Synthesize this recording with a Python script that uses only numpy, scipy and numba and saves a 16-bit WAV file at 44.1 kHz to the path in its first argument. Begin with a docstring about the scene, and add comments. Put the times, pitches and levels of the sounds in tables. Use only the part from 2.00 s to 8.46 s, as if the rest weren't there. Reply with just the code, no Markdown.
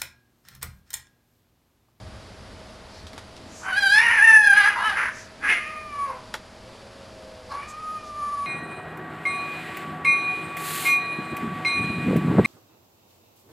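"""Cat fight before an open garage

Two cats scuffle on wet concrete; a long screech breaks up into snarls, then come falling yowls and a low
moan. Each voice is a source and a filter: the vocal folds pulse, throat and mouth resonate, and strain
doubles the period or tears the tone into noise. The garage echoes them over faint hiss, a hum and a little
wind. A small camera holds each sample until the next, which mirrors the voices faintly into the treble."""
import sys
import numpy as np
from scipy import signal
from scipy.fft import rfft, irfft, next_fast_len
from scipy.io import wavfile
from scipy.ndimage import uniform_filter1d, minimum_filter1d, map_coordinates
from numba import njit

SR = 44100
rng = np.random.default_rng(int(sys.argv[2]) if len(sys.argv) > 2 else 0)


def transcribe(u):
    """Save the signal u as a 16-bit wav file named by the first command-line argument.

    u: samples, shape (n,) or (channels, n), limited to [-1, 1]; the rate is SR.
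    q: integer samples, one column per channel.
    """
    v = np.clip(np.atleast_2d(u).T, -1, 1)
    q = np.round(v * 32767).astype(np.int16)
    wavfile.write(sys.argv[1], SR, q)


N = 284886
T = np.arange(N) / SR
EARS = np.array([[1], [-1]])  # opposite polarity left and right

# Levels in the tables are relative. Spectrum of the outdoor hiss (frequency [Hz], gain [dB])
HISS_SPECTRUM = [(25, -8), (75, -0.5), (115, -1.5), (155, -11.5), (200, -1), (300, -8.5), (550, -6.5),
                 (750, -9), (1200, -12), (2500, -18), (4300, -19), (4700, -16.5), (6000, -24.5),
                 (9400, -32), (10000, -26.5), (12500, -61)]
# wind gusts (time [s], half width [s], level [dB])
GUSTS = [(0.037, 0.16, -41), (0.475, 0.2, -45), (1.076, 0.17, -48.5), (1.48, 0.06, -50)]
# blows on the ground (time [s], level [dB], slap drive over knock drive [dB])
BLOWS = [(1.068, -30, 20), (1.132, -41, -11), (1.179, -35.5, -2), (1.365, -35, 14), (4.3402, -24, -28)]
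# modes of the dull knock (frequency [Hz], bandwidth [Hz], gain [dB])
KNOCK_MODES = [(560, 47, 4), (910, 100, 5), (1310, 750, 3.5), (1780, 330, -21), (2960, 550, -18)]
# fur and paws swish, tumbling bodies rumble (time [s], half width [s], centre [Hz], level [dB])
SCUFFS = [(0.97, 0.067, 4660, -53), (1.142, .015, 260, -47), (1.462, 0.08, 260, -48),
          (1.598, 0.086, 6570, -47.5), (2.75, 0.021, 330, -51), (3.194, 0.062, 6000, -47),
          (3.48, 0.096, 258, -46), (5.526, 0.032, 4400, -48.5), (5.698, 0.017, 7050, -45),
          (6.068, 0.039, 5900, -56)]
# the moan (start [s], end [s], first level [dB], last level [dB])
MOAN = (4.64, 5.5, -53.5, -55)
# one contour a yowl (time [s], pitch [Hz], throat level [dB], open-mouth level [dB])
YOWLS = [
    [(3.58, 613.5, -44, -39), (3.68, 613, -39.5, -36.5), (3.78, 612.3, -36.5, -43), (3.85, 604, -44.5, -49),
     (3.94, 577, -32.5, -43.5), (4.04, 557.2, -27.5, -51.5), (4.11, 535.7, -32.5, -50),
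     (4.2, 481.6, -58, -59)],
    [(5.56, 545.6, -40, -50), (5.63, 599, -45.5, -38), (5.72, 614, -43.5, -49), (5.86, 628.2, -30.5, -55),
     (5.97, 619, -35, -47), (6.02, 605, -49.5, -56), (6.2, 588.5, -25, -60), (6.36, 577, -30, -60),
     (6.46, 571.6, -33, -53)],
]
# snarls (start [s], length [s], first level [dB], last level [dB],
# first mouth resonance [Hz], last mouth resonance [Hz], pitch [Hz], air over voice [dB])
SNARLS = [ (1.628, 0.078, -39, -25.5, 1300, 1580, 709, 4),
          (2.656, 0.083, -17.5, -26, 1680, 1720, 847.7, -6),
          (2.763, 0.088, -24, -27, 1330, 1340, 948, -0.5), (2.909, 0.05, -24, -28, 1430, 1600, 791, -15),
          (2.974, 0.12, -19, -27.5, 1720, 1690, 880, 7), (3.1, 0.09, -40, -52, 1673, 1660, 860, 25),
          (3.442, 0.086, -21.5, -21, 1700, 1930, 831, -5.5),
          (3.5, 0.093, -15, -28.5, 2140, 1970, 715.6, -2), (4.11, 0.1, -33.5, -44, 1040, 980, 501.3, -9),
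          (5.516, 0.12, -30.5, -42, 1120, 1300, 557.6, -11), ]
# fold frequency in the screech (time [s], pitch [Hz])
SCREECH_PITCH = [(1.68, 765), (1.75, 750), (1.785, 830), (1.888, 772), (2.03, 935), (2.165, 925),
                 (2.2, 805), (2.24, 905), (2.4, 858), (2.535, 795), (2.58, 852), (2.625, 797), (2.68, 830),
                 (2.79, 805), (2.872, 880), (2.94, 745)]
# effort of the screech (time [s], level [dB])
SCREECH_EFFORT = [(1.681, -31), (1.75, -25.5), (1.84, -17.5), (1.89, -21.5), (1.96, -12.5), (2.02, -15.5),
                  (2.13, -19.5), (2.31, -8), (2.41, -16.5), (2.52, -10), (2.68, -20), (2.745, -36.5),
                  (2.88, -21), (2.951, -39)]
# the voice breaks (time [s], half width [s], roughness [0-1], depth of period doubling [ratio])
BREAKS = [(1.68, 0.1, 0.39, 0.11), (2.023, 0.052, 0.44, 0.066), (2.134, 0.051, 0.85, 0.47),
          (2.285, 0.073, 0.09, 0.14), (2.611, 0.053, .28, 1.38), (2.841, 0.16, 0.18, 2.7)]
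# the screech turns shrill (time [s], half width [s], level of upper harmonics [dB])
SHRIEKS = [(1.819, 0.063, -32.5), (1.94, 0.065, -30), (2.451, .025, -38.5), (2.613, 0.069, -38),
           (2.864, 0.084, -45.5)]
# the screech leaps out or catches in the throat (time [s], half width [s], gain [dB])
SURGES = [(1.78, 0.0079, 7.5), (1.806, .014, -9), (2.228, 0.005, 7.5), (2.556, .009, -14)]
# vocal tract responses, and last the spectrum of the rasp (frequency [Hz], gain [dB])
YOWL_THROAT = [(350, -26), (500, 7), (600, -33), (900, 7), (1250, 5), (1650, -18), (2200, -39)]
YOWL_MOUTH = [(1200, -33), (1650, 7), (1900, 18), (2400, 20.5), (2900, 8), (3600, -10), (4700, -2),
              (6500, -14), (10000, -38)]
SNARL_THROAT = [(220, -6.5), (450, 4), (700, 5), (920, 7.5), (1300, 0.5), (1800, -3.5), (2600, -2.5),
                (3100, -6), (3700, -6.5), (4800, -2.5), (6500, -13), (9000, -33), (13000, -43)]
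SCREECH_THROAT = [(1000, -39), (1280, -10), (1600, -1.5), (1850, -4), (2200, -26), (2400, -22),
                  (2680, -20.5), (3000, -17), (3600, -53.5)]
SHRILL_FORMANTS = [(2400, -42), (2900, -8), (3250, -0.5), (3750, -1), (4150, 0), (4700, -12), (5400, -23),
                   (5800, -9.5), (6150, -18), (7500, -26), (10000, -48)]
RASP_SPECTRUM = [(250, -18), (450, -17), (680, -17), (900, 1.5), (1300, 1.5), (1800, 8), (2400, 11.5),
                 (2900, -5), (3500, -22), (4800, -18.5), (6500, -27), (9000, -56), (13000, -52)]


def undb(db):
    """The decibel scale: 20 dB is a tenfold amplitude."""
    return 10 ** (np.asarray(db) / 20)


def unit(x):
    """Normalisation to an rms of 1."""
    return x / np.sqrt(np.mean(x ** 2))


def steady(x):
    """Gain control holds the short-term rms at 1."""
    return x / np.sqrt(np.abs(uniform_filter1d(x ** 2, size=1200)) + 1e-12)


def noise():
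    """White noise: equal mean power at all frequencies."""
    return rng.standard_normal(N)


def walk(rate):
    """Random modulation: a spline of rms 1 through `rate` draws a second."""
    knots = rng.standard_normal(N // 8)
    return unit(map_coordinates(knots, [T * rate], order=2, mode="wrap"))


def curves(rows):
    """Linear interpolation of each column over the time in the first."""
    times, *columns = np.transpose(rows)
    return [np.interp(T, times, column) for column in columns]


def gate(start, end, fade_s):
    """Trapezoidal envelope, fully open from start to end."""
    return np.clip(np.minimum(T - start, end - T) / fade_s + 1, 0, 1)


def bump(time, half):
    """Gaussian envelope, down to 1/e at `half` seconds from its peak."""
    return np.exp(-((T - time) / half) ** 2)


def swells(rows):
    """Superposition of Gaussian envelopes (time [s], half width [s], height)."""
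    return sum(height * bump(time, half) for time, half, height in rows)


def colour(x, outline):
    """Zero-phase filtering by an outline (frequency [Hz], gain [dB])."""
    hz, db = np.transpose(outline)
    size = next_fast_len(N)
    bin_hz = np.maximum(np.fft.rfftfreq(size, 1 / SR), 1)
    gain = undb(np.interp(np.log(bin_hz), np.log(hz), db))
    return irfft(rfft(x, size) * gain, size)[:N]


@njit
def bandpass(x, hz, width_hz):
    """State-variable filter: two integrators in a loop form a damped oscillator."""
    y, band_state, low_state = np.empty(len(x)), 0., 0.
    for i in range(len(x)):
        step, damping = np.tan(np.pi * hz[i] / SR), width_hz / hz[i]
        band = (band_state + step * (x[i] - low_state)) / (1 + step * (step + damping))
        band_state = 2 * band - band_state
        low_state += 2 * step * band
        y[i] = damping * band
    return y


def resonate(x, hz, *widths_hz):
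    """Resonance at a still or moving centre; each bandwidth adds a stage and steepens the flanks."""
    for width_hz in widths_hz:
        x = bandpass(x + 1e-18, hz * np.ones(N), float(width_hz))
    return x


def wind():
    """Turbulence: gusts rumble on the microphone as low-frequency noise."""
    rumble = unit(resonate(noise(), 80, 66, 66))
    return rumble * swells((time, half, undb(db)) for time, half, db in GUSTS)


def yard(hum_hz=635, narrow_hz=890):
    """Ambient noise: hiss, a wavering hum and wind; a narrow hiss and some wind are in antiphase."""
    hiss = unit(colour(noise(), HISS_SPECTRUM)) * undb(-45.43 + 0.42 * walk(8.6))
    hum_phase = 2 * np.pi * np.cumsum(hum_hz + 1.75 * walk(12)) / SR
    hum = unit(np.sin(hum_phase)) * undb(-54.5 + 2.7 * walk(4.76))
    narrow_hiss = unit(resonate(noise(), narrow_hz, 110, 110)) * undb(-62.5)
    return hiss + hum + wind() + EARS * (narrow_hiss + undb(-18) * wind())


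def garage(x, t60=0.68, wet_db=-11, wall_s=0.0115, wall_db=-12, door_s=0.029, door_db=-14):
    """Interference: echoes off house wall and garage beat with gliding tones; reverberation follows."""
    tail = colour(noise(), [(300, -13), (2000, 0.5), (6000, 1.5), (12000, -2.0)])
    tail *= undb(-60 * T / t60) * (T > wall_s)
    tail = tail[:SR] / np.sqrt(np.sum(tail ** 2))
    wall = undb(wall_db) * np.interp(T - wall_s, T, x)
    door = undb(door_db) * np.interp(T - door_s, T, x)
    echoes = colour(wall + door, [(2500, 3), (8000, 9.5)])
    return x + echoes + undb(wet_db) * signal.fftconvolve(x, tail)[:N]


def scuffle():
    """Impact and friction: paws and bodies hit the concrete with a slap and a knock, and slide on it."""
    knock_drive, slap_drive, swish = np.zeros((3, N))
    for time, db, treble_db in BLOWS:
        age = np.maximum(T - time, 0)
        decay = np.exp(-age / 0.0023) + 1.12 * np.exp(-age / 0.011)
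        blow = noise() * (T >= time) * decay * undb(db)
        knock_drive += blow * undb(-max(treble_db, 0))
        slap_drive += blow * undb(min(treble_db, 0))
    knock = sum(undb(db) * resonate(knock_drive, hz, width) for hz, width, db in KNOCK_MODES)
    slap = resonate(slap_drive, 3200, 3700, 5400)
    for time, half, hz, db in SCUFFS:
        friction = unit(resonate(noise(), hz, 0.54 * hz, 0.43 * hz))
        swish += friction * bump(time, half) * undb(db)
    return undb(4.5) * knock + undb(-6.5) * slap + swish


def folds(hz, jitter, harmonics=12):
    """Glottal source: pulses of equal harmonics on a jittering pitch, and the phase of their cycle."""
    phase = 2 * np.pi * np.cumsum(hz * (1 + jitter)) / SR
    half = phase / 2
    pulses = np.sin(harmonics * half) * np.cos((harmonics + 1) * half) / (np.sin(half) + 1e-12)
    return pulses, phase


def breath(phase, depth):
    """Amplitude modulation: the noise of rushing air pulses with the fold cycle."""
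    return noise() * (1 + depth * np.cos(phase))


def moan(pitch_hz=557, scoop_hz=66, scoop_s=0.0449, sag_hz_per_s2=75):
    """A closed mouth passes a nearly pure tone; it scoops up to pitch, then sags and slowly fades."""
    start, end, first_db, last_db = MOAN
    db, = curves([(start, first_db), (end, last_db)])
    age = np.clip(T, start, end) - start
    hz = pitch_hz - scoop_hz * np.exp(-age / scoop_s) - sag_hz_per_s2 * age ** 2
    _, phase = folds(hz, jitter=0.0042 * walk(30.54))
    return unit(np.sin(phase)) * undb(db + 1.5 * walk(12)) * gate(start, end, fade_s=0.07)


def yowl(contour, clearing_s=0.178, slack_hz=588.6):
    """Formant filtering: a wail starts hoarse, clears, and dulls as the mouth closes."""
    hz, throat_db, mouth_db = curves(contour)
    start, end = contour[0][0], contour[-1][0]
    slack = 0.00618 * np.maximum(slack_hz - hz, 0)  # at low pitch the folds slacken and rattle
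    rough = np.clip(0.0613 + 0.51 * bump(start, clearing_s) + slack, 0, 1)
    pulses, phase = folds(hz, jitter=0.00421 * walk(45) + 0.072 * rough * walk(450))
    throat = steady(colour(pulses, YOWL_THROAT)) * undb(throat_db - 0.7 + 2.2 * rough * walk(90))
    mouth = steady(colour(pulses, YOWL_MOUTH)) * undb(mouth_db - 2.5 + 2 * walk(25))
    rasp = unit(colour(breath(phase, depth=1.1), RASP_SPECTRUM)) * rough * undb(throat_db - 12)
    return (throat + mouth + rasp) * gate(start, end, fade_s=0.068)


def snarl(row, attack_s=0.011, release_s=0.0067):
    """Aperiodic phonation: chaotic fold flaps and rushing air excite a moving mouth resonance."""
    start, length, first_db, last_db, first_hz, last_hz, hz, air_db = row
    end = start + length
    db, mouth_hz = curves([(start, first_db, first_hz), (end, last_db, last_hz)])
    envelope = np.exp(-np.maximum(start - T, 0) / attack_s - np.maximum(T - end, 0) / release_s)
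    pulses, phase = folds(hz, jitter=0.025 * walk(90) + 0.03257 * walk(600))
    pulses *= 1 + 0.5 * walk(120) * np.cos(phase / 2)  # period doubling
    air = unit(breath(phase, depth=0.34)) * undb(air_db + 6.5)
    source = (unit(pulses) + air) * undb(0.72 * walk(170))
    throat = colour(source, SNARL_THROAT)
    mouth = resonate(throat, mouth_hz, 900, 900) + undb(-24.5) * throat
    return steady(mouth) * undb(db - 2) * envelope


def screech(tear_db=-2.5, shrill_db=-36):
    """Formant tuning: the second harmonic sits on the mouth resonance; strain tears it into noise."""
    hz, = curves(SCREECH_PITCH)
    db, = curves(SCREECH_EFFORT)
    rough = np.clip(0.024 + swells(row[:3] for row in BREAKS), 0, 1)
    doubling = swells((time, half, depth) for time, half, _, depth in BREAKS)
    shrieks = swells((time, half, undb(level)) for time, half, level in SHRIEKS)
    pulses, phase = folds(hz, jitter=0.01103 * walk(110) + 0.0402 * rough * walk(600))
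    # period doubling: strong and weak cycles alternate, in fits and starts
    pulses *= 1 + doubling * undb(3.9 * walk(50)) * np.cos(phase / 2 + np.pi / 4)
    shudder_db = 1.96 * walk(86)
    cry_db = db - 0.4 + swells(SURGES) + shudder_db + tear_db * rough
    cry = steady(colour(pulses, SCREECH_THROAT)) * undb(cry_db)
    fundamental = unit(np.sin(phase)) * undb(-24 + 0.65 * db + 6.2 * rough * walk(120))
    # the upper resonance climbs with the pitch as the jaw opens
    upper = colour(pulses, SHRILL_FORMANTS) + undb(-2) * resonate(pulses, 6 * hz, 600, 600)
    flicker = undb(0.5 + 2 * walk(110)) * (1 + 0.12 * walk(500))
    shrill = steady(upper) * (undb(db + shrill_db) + shrieks) * flicker
    rasp = unit(colour(breath(phase, depth=0.49), RASP_SPECTRUM))
    rasp *= rough * undb(db - 2 + 2 * walk(140))
    start, end = SCREECH_EFFORT[0][0], SCREECH_EFFORT[-1][0]
    return (cry + fundamental + shrill + rasp) * gate(start, end, fade_s=0.051)


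def scene():
    """Superposition: echoing cries, drier blows, the yard and a trace of rumble in antiphase."""
    voices = screech() + moan() + sum(map(yowl, YOWLS)) + sum(map(snarl, SNARLS))
    blows = garage(scuffle(), t60=0.2, wet_db=-15.5, wall_db=-15.5, door_db=-37)
    rumble = unit(resonate(noise(), 83, 290)) * undb(-75)
    return garage(voices) + blows + yard() + EARS * rumble


def record(dry, ceiling=0.72, hold_hz=32000, cutoff_hz=12500):
    """Zero-order hold: after a limiter, held samples cast spectral images; a low-pass cuts the top."""
    allowed_gain = np.minimum(1, ceiling / (np.abs(dry).max(axis=0) + 1e-9))
    limited = dry * uniform_filter1d(minimum_filter1d(allowed_gain, size=400), size=400)
    held_index = np.floor(T * hold_hz) * SR / hold_hz
    stepped = np.array([map_coordinates(channel, [held_index], order=3) for channel in limited])
    lowpass = signal.ellip(10, 0.2, 80, cutoff_hz, fs=SR, output="sos")
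    return signal.sosfilt(lowpass, stepped)


dry = scene()
out = record(dry)
transcribe(out)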